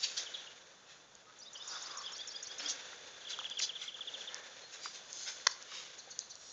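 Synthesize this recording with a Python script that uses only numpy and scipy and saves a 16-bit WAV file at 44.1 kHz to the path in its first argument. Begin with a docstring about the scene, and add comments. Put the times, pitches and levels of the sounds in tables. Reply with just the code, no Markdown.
"""Gritty scrapes and a few bird chirps come first: a dog is rooting in loose garden soil.
Paws and muzzle shove and scrape the earth, crumbs and grit tick, and something hard snaps once.
Behind the digging, a songbird whistles a phrase and then a trill across the quiet garden,
and other birds chip in between. The soil is grainy, filtered noise, the snap is a cluster
of damped tones, and the bird notes are gliding sines with echoes from walls and fences."""
import sys
import numpy as np
from scipy import signal
from scipy.fft import rfft, irfft, next_fast_len
from scipy.io import wavfile
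from scipy.ndimage import uniform_filter1d

SR = 44100
rng = np.random.default_rng(int(sys.argv[2]) if len(sys.argv) > 2 else 0)


def persist_wave(psi):
    """Save psi, clipped to +-1, as 16-bit WAV."""
    counts = np.round(np.clip(psi, -1, 1) * 32767).astype(np.int16)
    wavfile.write(sys.argv[1], SR, np.atleast_2d(counts).T)


N = 287877
TIME = np.arange(N) / SR

# tone of the quiet garden: (frequency [Hz], relative level [dB])
AIR_SPECTRUM = [(25, -16.5), (50, -10.5), (80, -7.5), (160, -2.5), (300, -5), (520, -1), (900, -3),
                (1400, -2.5), (2200, -17.5), (4000, -16.5), (6300, -10), (8000, -8)]
# slapback from walls and fences: (delay [s], gain [dB])
WALL_ECHOES = [(.016, -23.5), (0.044, -16)]
# single chirps: (time [s], length [s], level [dB], start pitch [Hz], glide [octaves])
CHIRPS = [(0.025, .028, -33, 4710, -0.1), (0.044, 0.015, -41.5, 2970, -0.32),
          (0.184, 0.0229, -50, 2650, -.5), (0.255, 0.027, -42.5, 3750, -0.34),
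          (0.338, 0.018, -35.5, 4250, -0.52), (0.396, 0.021, -53, 3640, -0.4),
          (0.464, 0.018, -47.5, 3450, -.35), (1.254, 0.067, -60.5, 1252, 0.048),
          (1.548, 0.018, -43.5, 3470, -0.28), (2.053, 0.035, -42, 3650, -.33),
          (2.659, 0.006, -32.5, 4400, 0.32), (3.474, 0.083, -57, 4900, -0.045),
          (4.606, 0.072, -55.5, 4210, 0.014)]
# a hoarse call, four times: (time [s])
CALL_TIMES = [5.977, 6.1, 6.192, 6.295]
# its two falling voices: (delay [s], length [s], gain [dB], start [Hz], middle [Hz], end [Hz])
CALL_VOICES = [(0, 0.0236, -2.5, 6480, 6440, 5680), (.005, 0.0283, -6.5, 4730, 4320, 4360)]
# a syllable before transposing: (delay [s], length [s], gain [dB], start [Hz], middle [Hz], end [Hz])
SYLLABLE_NOTES = [(0, .009, -4, 4920, 6476, 7330), (.008, 0.017, -8, 5820, 5530, 5430),
                  (0.022, 0.034, -11, 3940, 4670, 5090), (0.043, 0.0073, -9, 5214, 5850, 6200),
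                  (0.063, 0.0436, -7.5, 3395, 3460, 3900), (0.081, 0.019, -12, 4680, 4900, 5180)]
# the trill's falling note: (length [s], start [Hz], middle [Hz], end [Hz])
TRILL_NOTE = (.024, 3570, 3080, 2480)
# dull rustle: (time [s], relative level [dB], resonance [Hz])
RUSTLE_CURVE = [(1.5, -81, 1370), (1.534, -70, 1220), (1.774, -49.5, 1440), (1.776, -56.5, 1434),
                (1.996, -53.5, 1139), (2.074, -66, 1350), (2.15, -56, 1147)]
# hollow puffs: (peak time [s], length [s], level [dB], centre [Hz])
SNUFFLES = [(1.985, 0.092, -51, 1130), (2.654, 0.097, -58.5, 281)]
# how hard the dog shoves the earth: (time [s], relative level [dB])
SHOVE_CURVE = [(0, -61), (.24, -53), (.78, -66), (1.2, -68.5), (1.48, -64), (1.75, -56.5), (2.57, -56.5),
               (2.61, -51), (3.15, -57), (3.68, -54.5), (3.92, -65), (3.97, -57.5), (4.42, -54.5),
               (4.56, -59.5), (5.3, -57.5), (5.8, -59.5), (6.05, -61.5), (6.53, -66)]
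# tone of sliding earth: (frequency [Hz], relative level [dB])
EARTH_SPECTRUM = [(100, -32), (300, -8.5), (480, -2.5), (800, -4.5), (1200, -7.5), (2400, -3.5),
                  (4300, -0.5), (5200, -5), (6100, 0), (7000, -3), (8000, -4)]
# hollow resonances of the digging: (centre [Hz], width [Hz], gain [dB])
EARTH_RESONANCES = [(524, 89, 6), (1593, 630, 8.5), (3516, 240, 8), (4550, 480, -2)]
# strokes through the soil: (peak time [s], length [s], level [dB], centre [Hz], width [octaves])
SCRAPES = [(0.046, 0.03, -33, 4320, 0.53), (0.062, 0.22, -43.5, 5000, 0.62),
           (0.181, .022, -31.5, 5300, 0.71), (0.206, 0.051, -41, 5000, 0.43),
           (.92, 0.11, -54.5, 4540, 1.23), (1.761, 0.25, -48, 5400, 0.38),
           (2.606, 0.0091, -40.5, 2000, 1.9), (2.645, 0.11, -47, 2600, 1.5),
           (2.701, 0.033, -31, 5900, 0.48), (3.311, 0.045, -39, 5900, 1), (3.596, 0.013, -30.5, 6000, 0.82),
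           (3.632, 0.038, -31, 5230, 0.507), (3.838, 0.084, -42.5, 5000, 1.5),
           (4.216, .075, -52, 6000, 0.49), (4.35, 0.85, -65.5, 498, 0.34), (4.371, 0.15, -53.5, 1500, .5),
           (4.747, 0.062, -45.5, 6000, 1.5), (4.861, 0.083, -41.5, 6300, 1.2),
           (4.96, 0.058, -45, 6200, 0.84), (5.238, 0.29, -44, 6430, 0.61),
           (5.288, 0.049, -35.5, 6200, 1.63), (5.517, 0.023, -44.5, 6000, .5),
           (5.775, 0.18, -44, 4800, 1.26), (6.508, 0.25, -50.5, 6300, .5)]
# featured knocks of dull crumbs and bright grit: (time [s], peak level [dB], centre [Hz])
KNOCKS = [(1.153, -38.5, 5830), (1.768, -36.5, 1295), (2.181, -30, 6540), (2.598, -33.5, 2600),
          (2.93, -40.5, 1430), (3.308, -30, 5430), (3.389, -33.5, 1070), (3.389, -32.5, 4510),
          (3.415, -42, 990), (3.444, -31.5, 2500), (3.5, -31, 5045), (3.594, -25, 6350),
          (3.601, -26.5, 2100), (3.994, -43.5, 1080), (4.345, -23, 6200), (4.859, -30.5, 1450),
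          (5.13, -25.5, 6000), (5.626, -33, 6080), (5.721, -39.5, 1300), (6.075, -48, 650),
          (6.191, -19, 5860), (6.355, -32, 6400)]
# the cracks within the snap: (time [s], level [dB], tilt [dB/octave])
SNAP_CRACKS = [(5.46805, -17, -1), (5.47002, -12, 0), (5.47116, -24, 1), (5.47198, -28, 2)]
# ring of the snapping body: (frequency [Hz], gain [dB], t60 [s])
SNAP_MODES = [(900, -13, .008), (990, -4, .006), (1360, -4, .011), (1580, -11, .014), (1830, -1, .006),
              (2490, -17, .011), (3380, -5, .006), (4240, -6, .013), (4840, -3, .008), (5200, -10, .008),
              (5490, -3, .01), (6290, -5, .01), (6880, -10, .006)]
# the microphone's treble roll-off: (frequency [Hz], gain [dB])
MIC_ROLLOFF = [(6950, 0.5), (7150, -4.5), (7350, -15.5), (7700, -22), (8100, -29)]


def gain_of(db):
    """Decibels to a gain factor."""
    return 10 ** (np.asarray(db) / 20)


def unit_rms(x):
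    """Scales to rms 1."""
    return x / np.sqrt(np.mean(x ** 2) + 1e-20)


def curve_db(points, hz):
    """Reads an EQ curve on a log-frequency axis."""
    f, db = np.transpose(points)
    return np.interp(np.log(hz + 1), np.log(f + 1), db)


def add(mix, s, sound):
    """Mixes a sound in at time s."""
    part = mix[max(round(s * SR), 0):][:len(sound)]
    part += sound[:len(part)]


def equalise(x, gain_at):
    """Filters x by a gain given as a function of frequency."""
    size = next_fast_len(len(x))
    return irfft(rfft(x, size) * gain_at(np.fft.rfftfreq(size, 1 / SR)), size)[:len(x)]


def band(x, hz, octaves, skirt_db=-26):
    """A bell-shaped band around hz, on a low skirt that fades out in the bass."""
    def gain_at(f):
        bell = np.exp(-.5 * (np.log2((f + 1) / hz) / octaves) ** 2)
        return bell + gain_of(skirt_db) * f / (f + hz / 10) * hz / (hz + f)
    return equalise(x, gain_at)


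def grit(size, per_s, spread_db, share):
    """A hiss of countless tiny grains; sparse larger ones carry the given share of the power."""
    grains = gain_of(spread_db * np.minimum(rng.exponential(1, size), 4))
    grains *= rng.random(size) < per_s / SR
    crackle = unit_rms(grains * rng.choice([-1, 1], size))
    return np.sqrt(share) * crackle + np.sqrt(1 - share) * rng.standard_normal(size)


def waver(size, samples):
    """Smooth random modulation of rms 1 that changes over about so many samples."""
    return unit_rms(uniform_filter1d(uniform_filter1d(rng.standard_normal(size), samples), samples))


def air(level_db=-61):
    """The background bed: the even hush of the garden."""
    hush = equalise(rng.standard_normal(N), lambda f: gain_of(curve_db(AIR_SPECTRUM, f)))
    return gain_of(level_db) * unit_rms(hush)


def garden_reverb(x, wet_db, t60):
    """Adds a thin tail scattered back by beds, shrubs and sheds."""
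    t = np.arange(SR // 2) / SR
    taps = rng.standard_normal(len(t)) * (rng.random(len(t)) < 3000 / SR)
    taps *= 1000 ** (-t / t60) * (t > .004)
    return x + gain_of(wet_db) * signal.fftconvolve(x, taps / np.linalg.norm(taps))[:N]


def wall_echoes(x):
    """Distinct echoes from walls set a sound in the distance."""
    out = x.copy()
    for delay, db in WALL_ECHOES:
        add(out, delay, gain_of(db) * x)
    return out


def whistle(length, glide_hz, crest=0.65, unsteady=0.013):
    """One bird note: a near sine gliding through three pitches, loudest at the fraction crest."""
    progress = np.linspace(0, 1, int(length * SR))
    hz = np.polyval(np.polyfit([0, .5, 1], glide_hz, 2), progress)
    hz *= 1 + unsteady * waver(SR // 4, samples=30)[:len(progress)]
    swell = np.sin(np.pi * np.interp(progress, [0, crest, 1], [0, .5, 1])) ** 0.95
    return swell * np.sin(2 * np.pi * np.cumsum(hz) / SR)


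def beats(gap_s, slowing_s, steady, count):
    """A bird's rhythm: even for the first steady notes, then ever slower."""
    k = np.arange(count)
    return gap_s * k + slowing_s * np.maximum(k - steady, 0) ** 2


def chirps(call_db=-43):
    """Scattered chirps, the rougher the further they glide, and a hoarse two-voiced call."""
    out = np.zeros(N)
    for s, length, db, hz, octaves in CHIRPS:
        glide = hz * 2 ** np.linspace(0, octaves, 3)
        add(out, s, gain_of(db) * whistle(length, glide, unsteady=0.0044 + 0.08 * abs(octaves)))
    for s in CALL_TIMES:
        for delay, length, db, *glide in CALL_VOICES:
            add(out, s + delay, gain_of(call_db + db) * whistle(length, glide, unsteady=0.07))
    return out


def song(start_s=1.386, full_db=-36, swell_s=0.18, settle_s=0.487):
    """The songbird repeats one syllable, swelling, slowing and sinking a little in pitch."""
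    out = np.zeros(N)
    for t in beats(gap_s=.1425, slowing_s=.00085, steady=0, count=9):
        level_db = full_db - 8 * np.exp(-t / swell_s)
        pitch = 0.96 + 0.0965 * np.exp(-t / settle_s)
        for delay, length, db, *glide in SYLLABLE_NOTES:
            s = start_s + t + delay
            glide_hz = pitch * (1 + .01 * rng.standard_normal()) * np.array(glide)
            note = gain_of(level_db + db + 2.5 * rng.standard_normal()) * whistle(length, glide_hz)
            add(out, s, note)
            # a close reflection beats with the glide
            add(out, s + rng.uniform(0.0024, 0.0063), gain_of(-5) * note)
    return out


def trill(start_s=3.2085, full_db=-34.5, swell_s=0.11, fade_db_per_s=5):
    """About sixteen falling notes a second; the run swells quickly, then fades and slows."""
    out = np.zeros(N)
    length, *glide = TRILL_NOTE
    for t in beats(gap_s=.0603, slowing_s=.0004, steady=7, count=18):
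        s, fade_db = start_s + t, fade_db_per_s * t
        detune, accent, bounce = rng.standard_normal(3)
        db = full_db - 14.5 * np.exp(-t / swell_s) - fade_db + 2.8 * accent
        note = whistle(length, np.array(glide) * (1 + .015 * detune), crest=0.18, unsteady=0.015)
        note *= gain_of(np.linspace(2, -8, len(note)))  # fades as it falls
        add(out, s, gain_of(db) * note)
        reflection_s = 0.0099 * rng.uniform(0.58, 1.0)
        add(out, s + reflection_s, gain_of(db - 9 + 4 * bounce) * note)
        add(out, s + .039, gain_of(-45 - fade_db) * note)  # a ghost note between the strong ones
    return out


def birds():
    """The distant bird layer: each part has its own reverb, and the song takes the echoes twice."""
    voices = garden_reverb(wall_echoes(song()), wet_db=-8.5, t60=0.14)
    voices += garden_reverb(trill(), wet_db=-11.5, t60=0.29)
    voices += garden_reverb(chirps(), wet_db=-4.5, t60=0.35)
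    return wall_echoes(voices)


def rustle(width_hz=330):
    """A soft, dull rustle with a drifting resonance."""
    s, db, hz = np.transpose(RUSTLE_CURVE)
    grains = grit(N, per_s=1400, spread_db=4.5, share=0.16)
    body = unit_rms(band(grains, hz=1125, octaves=0.51))
    # shift down, low-pass, shift back: a moving band-pass
    carrier = np.exp(2j * np.pi * np.cumsum(np.interp(TIME, s, hz)) / SR)
    pole = np.exp(-np.pi * width_hz / SR)
    ring = (carrier * signal.lfilter([1 - pole], [1, -pole], body / carrier)).real
    envelope = gain_of(np.interp(TIME, s, db, left=-120, right=-120))
    return envelope * (gain_of(-4) * body + gain_of(-8) * unit_rms(ring))


def stroke(t, length, attack_share=0.46):
    """An envelope: a rounded swell up to t = 0, then a steady decay."""
    attack_s, decay_s = attack_share * length, (1 - attack_share) * length
    return np.exp(-(np.minimum(t, 0) / attack_s) ** 2 - np.maximum(t, 0) / decay_s)


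def snuffles():
    """Soft puffs of air with one narrow resonance, like a dog snuffling."""
    out, t = np.zeros(N), np.arange(SR) / SR - .5
    for s, length, db, hz in SNUFFLES:
        puff = unit_rms(band(rng.standard_normal(SR), hz, octaves=.09, skirt_db=-36))
        add(out, s + t[0], gain_of(db) * stroke(t, length) * puff)
    return out


def shove_db(s):
    """The strength of the shoving at time s."""
    return np.interp(s, *np.transpose(SHOVE_CURVE))


def hollow_db(hz):
    """The resonant EQ that makes the digging sound hollow."""
    return sum(db / (1 + (2 * (hz - centre) / width) ** 2) for centre, width, db in EARTH_RESONANCES)


def shoving(gain_db=6.0, lumpy_db=1.48):
    """Pushed by paws and muzzle, loose earth slides in a fine, hollow-sounding stream."""
    grains = grit(N, per_s=3500, spread_db=3.5, share=0.34)
    stream = unit_rms(equalise(grains, lambda f: gain_of(curve_db(EARTH_SPECTRUM, f) + hollow_db(f))))
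    return stream * gain_of(gain_db + shove_db(TIME) + lumpy_db * waver(N, samples=700))


def ticks(crumbs_per_s=6.6, low_hz=1200, high_hz=7000, t60_cycles=19.4, size=4096):
    """Falling crumbs and bits of grit: dead knocks, the shorter the higher they sound."""
    out, t = np.zeros(N), (np.arange(size) - size // 8) / SR
    knocks = list(KNOCKS)
    for s in TIME[rng.random(N) < crumbs_per_s / SR]:
        db = shove_db(s) + 9.5 + 3.5 * rng.standard_normal()  # follows the shove that throws the crumb
        knocks.append((s, db, low_hz * (high_hz / low_hz) ** rng.random()))
    for s, db, hz in knocks:
        burst = rng.standard_normal(size) * (t >= 0) * 1000 ** (-abs(t) * hz / t60_cycles)
        knock = band(burst, hz, octaves=0.43)
        add(out, s + t[0], gain_of(db) * knock / abs(knock).max())
    return out


def snap(size=3000):
    """A few cracks within four milliseconds ring one small, hard, well damped body."""
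    out, t = np.zeros(N), np.arange(size) / SR
    for s, level_db, tilt_db in SNAP_CRACKS:
        for k, (hz, db, t60) in enumerate(SNAP_MODES):
            strength = (-1) ** k * gain_of(level_db + db + tilt_db * np.log2(hz / 3000))
            add(out, s, strength * 1000 ** (-t / t60) * np.sin(2 * np.pi * hz * t))
    return signal.sosfilt(signal.butter(3, 480, "high", fs=SR, output="sos"), out)


def scrapes(hollowness=0.47, patchy_db=3.55):
    """Each stroke swells as it bites into the soil and dies as the crumbs settle."""
    out = np.zeros(N + SR)
    t, f = np.arange(SR) / SR - .5, np.fft.rfftfreq(SR, 1 / SR)
    for s, length, db, hz, octaves in SCRAPES:
        grains = grit(SR, per_s=1700, spread_db=4.0, share=0.31)
        crumbs = band(grains, hz, octaves, skirt_db=-17.5)
        # every clod has its own colour
        colour_db = hollowness * hollow_db(f) + patchy_db * waver(len(f), samples=150)
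        clod = unit_rms(irfft(rfft(crumbs) * gain_of(colour_db), SR))
        add(out, s, gain_of(db) * stroke(t, length) * clod)
    return out[SR // 2:][:N]  # trim the pre-roll so each peak lands on its cue


def scene():
    """Garden, birds and digging reach one microphone, so both channels are alike."""
    impacts = garden_reverb(snap() + ticks(), wet_db=-16.0, t60=0.46)
    mono = air() + shoving() + rustle() + scrapes() + snuffles() + impacts + birds()
    return np.array([mono, mono])


def record(dry, cutoff_hz=8200):
    """A narrow-band recorder: the treble rolls off steeply above 7 kHz."""
    dull = np.array([equalise(side, lambda f: gain_of(curve_db(MIC_ROLLOFF, f))) for side in dry])
    lowpass = signal.firwin(401, cutoff_hz, window=("kaiser", 8), fs=SR)
    return signal.oaconvolve(dull, lowpass[None], "same")


dry = scene()
out = record(dry)
persist_wave(out)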